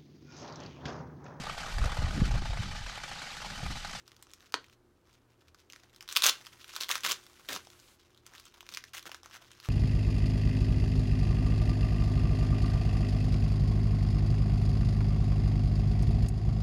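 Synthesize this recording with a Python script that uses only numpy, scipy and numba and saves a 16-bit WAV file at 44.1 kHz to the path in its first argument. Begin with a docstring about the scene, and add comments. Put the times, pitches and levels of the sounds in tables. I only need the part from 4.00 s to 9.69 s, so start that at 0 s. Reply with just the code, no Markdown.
"""Tearing open a film-wrapped parcel

Hands pick at and tear stiff plastic film off a small parcel, a metre from a phone in a furnished room.
Each crease that buckles ticks and rings for a moment; a tear is a dense run of such creases. Between them
the film rustles in faint creases, a strip pops free and a sleeve brushes as filtered noise.
A table echo and a short noise tail answer over steady room noise and quiet low tones."""
import sys
import numpy as np
from scipy import signal
from scipy.fft import rfft, irfft
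from scipy.io import wavfile
from scipy.ndimage import uniform_filter1d
from numba import njit

SR = 44100
rng = np.random.default_rng(int(sys.argv[2]) if len(sys.argv) > 2 else 0)


def to_wav(s):
    """Save 16-bit WAV."""
    ch = np.atleast_2d(s).T  # columns
    pcm = np.round(np.clip(ch, -1, 1) * 32767)  # PCM
    wavfile.write(sys.argv[1], SR, pcm.astype(np.int16))


N = 250838
T = np.arange(N) / SR


def undb(db):
    """Turn decibels into an amplitude factor."""
    return 10 ** (np.asarray(db) / 20)


def level(x, db):
    """Set the RMS level in dB re full scale."""
    return x * undb(db) / np.sqrt(np.mean(x ** 2))


def band(x, hz, width, order=1):
    """Band-pass around hz."""
    edges = [max(hz - width / 2, 10.), min(hz + width / 2, .48 * SR)]
    return signal.sosfilt(signal.butter(order, edges, "bandpass", fs=SR, output="sos"), x)


def wander(s, rate):
    """A random drift that heads for a new value rate times a second, gliding in between."""
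    knots = np.arange(int(rate * N / SR) + 2)
    values = np.clip(rng.standard_normal(len(knots)), -2, 2)
    return np.interp(s * rate, knots, values)


def sizes(count):
    """Many small creases and few large ones."""
    return np.minimum(rng.exponential(size=count), 3.)


# steady room noise, spectral shape: f/Hz, level/dB per Hz (relative)
ROOM_NOISE = [(18, -30.5), (30, 0), (100, -7.5), (190, -8), (340, -4.5), (700, -15.5), (1300, -16),
              (2000, -25), (7000, -33), (16000, -37.5)]
ROOM_NOISE_DB = -69
# wavering appliance drone: f/Hz, width/Hz, level/dB
HUM = [(80.7, 4.9, -74.5)]
# two motors a little apart beat slowly around this pitch
MOTORS_HZ, MOTORS_DB, THROB_PER_S, THROB_PEAK_S = 119.5, -74.5, 1.66, 0.073
WHINE_HZ, WHINE_DB = 354.5, -75.5


def background():
    """Steady room and microphone noise, shaped in frequency, with a few low tones."""
    f = np.maximum(np.fft.rfftfreq(N, 1 / SR), 1)
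    hz, db = np.transpose(ROOM_NOISE)
    shape = undb(np.interp(np.log(f), np.log(hz), db))
    noise = irfft(rfft(rng.standard_normal(N)) * shape, N)
    drone = sum(level(band(rng.standard_normal(N), hz, w), db) for hz, w, db in HUM)
    throb = np.cos(np.pi * THROB_PER_S * (T - THROB_PEAK_S))
    motors = np.sin(2 * np.pi * MOTORS_HZ * T) * throb
    whine_hz = WHINE_HZ + 2.5 * wander(T, 11)
    whine = np.sin(2 * np.pi * np.cumsum(whine_hz) / SR) * undb(2.5 * wander(T, 8))
    return level(noise, ROOM_NOISE_DB) + drone + level(motors, MOTORS_DB) + level(whine, WHINE_DB)


@njit
def rings(start, hz, cycles, size, rise_cycles, length):
    """Damped sines that swell over rise_cycles (time constant) and fall 60 dB in the given cycles."""
    out = np.zeros(length)
    for k in range(len(start)):
        # per-sample turn and decay of the ring, and decay of what its swell still lacks
        p = np.exp(hz[k] / SR * (2j * np.pi - np.log(1000) / cycles[k]))
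        q = np.exp(-hz[k] / SR / rise_cycles)
        z, r = size[k] + 0j, 1.
        for i in range(start[k], min(length, start[k] + int(cycles[k] * SR / hz[k]))):
            out[i] += z.imag * (1 - r)
            z *= p
            r *= q
    return out


# broad resonances of the parcel: f/Hz, width/Hz, level/dB (before scaling by bandwidth)
FILM = [(463, 390, -16.5), (1274, 563, -2.5), (3406, 1960, 5.5), (5880, 1920, 7)]


def creases(s, db, hz, tick_db, ring_s, body_db, run_s=.001):
    """Each buckle rings at its own pitch; as it runs along the fold it ticks in the treble and knocks the parcel."""
    start = np.clip((s * SR).astype(np.int64), 0, N - 1)
    size = undb(db) * rng.choice([-1., 1.], len(s))
    hz = np.clip(hz, 600., 9000.)
    ring = rings(start, hz, 4 + ring_s * hz, undb(4.5) * size, 0.98, N)

    # five kicks per buckle, bunched towards its start
    delays = run_s * SR * np.sort(rng.random((len(s), 5)) ** 2)
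    steps = np.clip(start[:, None] + delays.astype(np.int64), 0, N - 1).ravel()
    kicks = size[:, None] * rng.choice([-.5, .5], (len(s), 5))
    knock = np.bincount(steps, kicks.ravel(), N)
    # the first kick ticks hardest
    sharp = kicks * undb(tick_db)[:, None] * [2, .7, .5, .5, .5]
    tick = band(np.bincount(steps, sharp.ravel(), N), 10200, 16960, order=2)

    body = np.zeros(N)
    for k, (f, width, gain_db) in enumerate(FILM):
        # neighbouring resonances alternate in sign
        body += (-1) ** k * undb(gain_db) * band(knock, f, width, order=2) * 3000 / width
    # a sheet this small radiates no bass
    thin = signal.butter(3, 330, "highpass", fs=SR, output="sos")
    return signal.sosfilt(thin, ring + undb(6) * tick + undb(body_db) * body)


# film handled gently, crease level before surges and scatter: t/s, level/dB
RUSTLE = [(0, -69.5), (.12, -66), (.5, -68), (.72, -69.5), (.8, -85.5), (1.02, -75.5), (1.06, -66.5),
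          (1.15, -64.5), (1.22, -72.5), (1.65, -74), (1.8, -62.5), (2.0, -75), (2.4, -58.5), (2.55, -61.5),
          (2.74, -52), (3.2, -59.5), (3.95, -69.5), (4.4, -57.5), (4.9, -67.5), (5.2, -69), (5.35, -56.5),
          (5.69, -54.5)]
# after each snap the bent film keeps crackling: level against the snap, and how fast it settles
SETTLE_DB, SETTLE_DB_PER_S = -23.5, 247


def rustle(rate=1200, scatter_db=4.5, hz=2600, spread=0.61, drift=0.47, surge_db=6.5, tick_db=-14, crisp_db=1.0):
    """Faint creases all the time, in little surges of one colour as the fingers shift, livelier just after a snap."""
    count = int(rate * N / SR)  # rate in creases per second
    s, big, off = rng.random(count) * N / SR, sizes(count), rng.standard_normal(count)
    snap_s, snap_db, _ = np.transpose(SNAPS)
    since = s[:, None] - snap_s
    settling = np.where(since > 0, snap_db + SETTLE_DB - SETTLE_DB_PER_S * since, -np.inf).max(axis=1)
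    handled = np.interp(s, *np.transpose(RUSTLE)) + surge_db * wander(s, 60)
    db = np.maximum(handled, settling) + scatter_db * big
    pitch = hz * 2 ** (spread * off + drift * wander(s, 30))  # spread and drift in octaves
    return creases(s, db, pitch, tick_db + crisp_db * big, 0.00064, body_db=-4.5)


# single creases, nominal level and ring pitch: t/s, level/dB, f/Hz
SNAPS = [(0.0786, -35.5, 4870), (0.1179, -40.5, 2060), (0.165, -42, 4520), (0.2137, -56, 6000),
         (0.2254, -35.5, 8540), (0.269, -44, 1180), (0.3354, -34.5, 5930), (0.3779, -53.5, 1500),
         (0.406, -45, 3580), (0.417, -52.5, 6000), (0.4238, -52, 3820), (0.466, -51, 4000),
         (0.5229, -35, 4300), (0.643, -42, 2380), (0.6834, -49.5, 1305), (0.6978, -46, 3240),
         (1.4829, -46.5, 2460), (1.546, -40.5, 1310), (1.6021, -48.5, 6100), (1.7004, -34.5, 2920),
         (1.7234, -37.5, 5800), (1.7334, -33.5, 2050), (1.7612, -37, 1790), (1.8352, -42.5, 1760),
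         (1.947, -45.5, 4800), (1.962, -39, 4530), (2.008, -31, 2980), (2.026, -34.5, 5300),
         (2.078, -31, 3800), (2.0891, -25.5, 3870), (2.0982, -33, 3420), (2.1123, -32, 3680),
         (2.1254, -21.5, 5830), (2.153, -30, 3400), (2.1608, -16, 3440), (2.1646, -6.5, 3500),
         (2.1706, -7, 3530), (2.2215, -11.5, 3420), (2.2393, -4.5, 4380), (2.2584, -10.5, 3470),
         (2.265, -3.5, 6060), (2.27, -9.5, 5730), (2.2942, -31, 3080), (2.4606, -36.5, 4390),
         (2.4674, -30, 3230), (2.6162, -42, 3060), (2.6437, -33.5, 2660), (2.75, -28.5, 3730),
         (2.7558, -29.5, 5930), (2.7634, -19, 3900), (2.8093, -19.5, 4300), (2.8346, -23, 4270),
         (2.8907, -17.5, 2300), (2.9132, -13.5, 3530), (2.9548, -15.5, 2600), (3.007, -33.5, 5700),
         (3.0347, -22.5, 3200), (3.049, -14, 1390), (3.0635, -12.5, 3080), (3.1125, -17, 4600),
         (3.1187, -14, 5900), (3.2655, -36, 3430), (3.4885, -21, 3330), (3.518, -32, 1299),
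         (3.5305, -21.5, 6200), (3.5622, -21.5, 1130), (3.6707, -36.5, 775), (3.702, -39, 4410),
         (4.0101, -55, 5000), (4.05, -55, 5990), (4.1065, -54, 5880), (4.1468, -47.5, 3350),
         (4.1754, -44.5, 3900), (4.2651, -32.5, 6060), (4.3806, -38, 3450), (4.3982, -33.5, 4660),
         (4.4544, -39.5, 6540), (4.464, -48, 3070), (4.482, -47, 5470), (4.5419, -41.5, 3770),
         (4.607, -32, 3160), (4.6287, -40, 1045), (4.6659, -38.5, 2440), (4.6902, -29.5, 4300),
         (4.7236, -34, 6500), (4.739, -24.5, 3660), (4.748, -27, 4560), (4.7722, -21, 2350),
         (4.8396, -29, 1848), (4.8928, -49, 5430), (4.9376, -32, 1620), (4.9486, -25.5, 2010),
         (4.994, -32, 3250), (5.0272, -35, 3900), (5.0554, -31.5, 1310), (5.0933, -33, 816),
         (5.1166, -26.5, 2726), (5.1454, -27, 1420), (5.2324, -36, 1276), (5.2592, -31, 1200),
         (5.3112, -41, 1420), (5.3436, -37, 3040), (5.4225, -39, 3050), (5.5066, -45, 1340),
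         (5.5163, -35.5, 3100), (5.6009, -37, 4370)]


def snaps(tick_db=-7, after_s=0.0055, crisp_db_per_octave=3.5, crisp_db_per_db=0.065):
    """The creases one can point at; each is followed by six smaller slips within milliseconds."""
    s, db, hz = np.transpose(SNAPS)
    # higher and stronger creases break more crisply
    ticks_db = tick_db + crisp_db_per_octave * np.log2(hz / 3000) + crisp_db_per_db * (db + 27)
    main = creases(s, db, hz, ticks_db, 0.0016, body_db=-1.0)

    late, small, pitch = rng.random((len(s) * 6, 3)).T
    s, db, hz, ticks_db = (np.repeat(c, 6) for c in (s, db, hz, ticks_db))
    slip_db = db - 10.5 - 9 * late - 6 * small
    slip_hz = hz * 2 ** (1.4 * (pitch - .5))
    slips = creases(s + after_s * late, slip_db, slip_hz, ticks_db - 0.5, 0.0022, body_db=2.0)
    return main + slips


POP_S, POP_CRACK_DB, POP_CRACK_T60_S = .5412, -23, 0.021
# ringing modes of the knocked parcel and palm: f/Hz, level/dB (before the swell), fall by 60 dB/cycles
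POP = [(315, -35.5, 19), (426, -23.5, 10.3), (1055, -17.5, 14.6), (1276, -14.5, 12.7), (2980, -18.5, 11),
       (4460, -5.5, 12)]


def pop():
    """A strip lets go: a broad noise crack, and damped modes as it knocks parcel and palm."""
    hz, db, cycles = np.transpose(POP)
    knock = rings(np.full(len(hz), int(POP_S * SR)), hz, cycles, undb(db), 0.92, N)
    since = T - POP_S
    decay = (since > 0) * undb(POP_CRACK_DB - 60 * np.abs(since) / POP_CRACK_T60_S)
    crack = decay * level(band(rng.standard_normal(N), 2880, 3670, order=2), 0)
    return knock + crack


# tearing runs, crease levels before surges and scatter:
# start t/s, length t/s, first level/dB, last level/dB, ring f/Hz, hand thud against crease level/dB
TEARS = [(2.087, 0.047, -49.5, -43, 3620, -44), (2.235, 0.065, -21.5, -28.5, 3150, -32),
         (2.803, 0.042, -36, -43.5, 4030, -40), (2.886, 0.095, -33, -45, 1980, -31),
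         (3.037, 0.092, -31.5, -34, 3080, -18), (3.486, 0.089, -37.5, -41, 2600, -6.5),
         (4.713, 0.097, -51.5, -70, 2400, -9), (4.934, 0.053, -45.5, -44, 2030, -29),
         (5.059, 0.02, -43.5, -47, 1400, -7.5)]


def tears(rate=1300, scatter_db=3.5, spread=0.22, drift=0.49, surge_db=3, crisp_db=-0.5, tick_db=-3):
    """Dense creases along each tear, drifting in pitch as the free flap changes; the jerking hand adds a low thud."""
    rows, thud = [], np.zeros(N)
    for start, length, first_db, last_db, hz, thud_db in TEARS:
        count = int(rate * length)  # rate in creases per second
        at, big, off = rng.random(count), sizes(count), rng.standard_normal(count)
        db = first_db + (last_db - first_db) * at + scatter_db * big
        # crease size also shifts the tick against the ring
        rows.append([start + length * at, db, hz * 2 ** (spread * off), tick_db + crisp_db * big])
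        u = (T - start) / length  # progress along the tear, 0 to 1
        run_db = first_db + (last_db - first_db) * np.clip(u, 0, 1)
        thud += ((u > 0) & (u < 1)) * undb(run_db + thud_db)
    s, db, hz, ticks_db = np.concatenate(rows, axis=1)
    low = level(band(rng.standard_normal(N), 420, 500, order=2), -2.4)
    surging_db = db + surge_db * wander(s, 150)
    drifting_hz = hz * 2 ** (drift * wander(s, 60))
    film = creases(s, surging_db, drifting_hz, ticks_db, 0.0018, body_db=1)
    # smoothing over 300 samples softens the edges of the thud
    return film + uniform_filter1d(thud, size=300) * low


# a sleeve brushes while the arm pulls: start t/s, end t/s, level/dB
SLIDES = [(2.347, 3.958, -67)]
SLIDE_BAND = (3700, 7500)  # centre and width, Hz


def slides(fade_s=0.022, waver_db=1):
    """A soft, nearly even hiss of band-passed noise while the sleeve slides."""
    gate = sum(((T > start) & (T < end)) * undb(db) for start, end, db in SLIDES)
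    hiss = level(band(rng.standard_normal(N), *SLIDE_BAND), 0)
    return uniform_filter1d(gate, int(fade_s * SR)) * undb(waver_db * wander(T, 19)) * hiss


TABLE_ECHO_S, TABLE_ECHO_DB = .0038, -23.5
# diffuse room answer by band: f/Hz, fall by 60 dB t/s, level/dB (relative)
TAIL = [(279, 0.22, -19.5), (1312, 0.19, -18), (3220, 0.19, -16.5), (7000, 0.2, -14.5), (10200, 0.061, 0.5)]


def room(x):
    """An echo off the table top, then a short diffuse noise tail that dies fastest at the very top."""
    t = np.arange(SR // 2) / SR
    rise = np.clip((t - .002) / .005, 0, 1)  # the tail fades in from 2 to 7 ms
    answer = np.zeros(len(t))
    for hz, t60, db in TAIL:
        noise = level(band(rng.standard_normal(len(t)), hz, 1.24 * hz, order=2), db - 30.5)
        answer += noise * rise * undb(-60 * t / t60)
    answer[0] += 1  # direct sound
    answer[int(TABLE_ECHO_S * SR)] += undb(TABLE_ECHO_DB)
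    return signal.fftconvolve(x, answer)[:N]


def scene():
    """Everything the hands do sounds in the room; the background lies over it."""
    handling = snaps() + pop() + tears() + rustle() + slides()
    return (room(handling) + background())[None, :]


def record(dry):
    """The phone rounds the loudest peaks and cuts the top above 15850 Hz."""
    rounded = np.tanh(1.1 * dry) / 1.1
    top_cut = signal.ellip(12, .2, 100, 15850, fs=SR, output="sos")
    return signal.sosfilt(top_cut, rounded)


dry = scene()
out = record(dry)
to_wav(out)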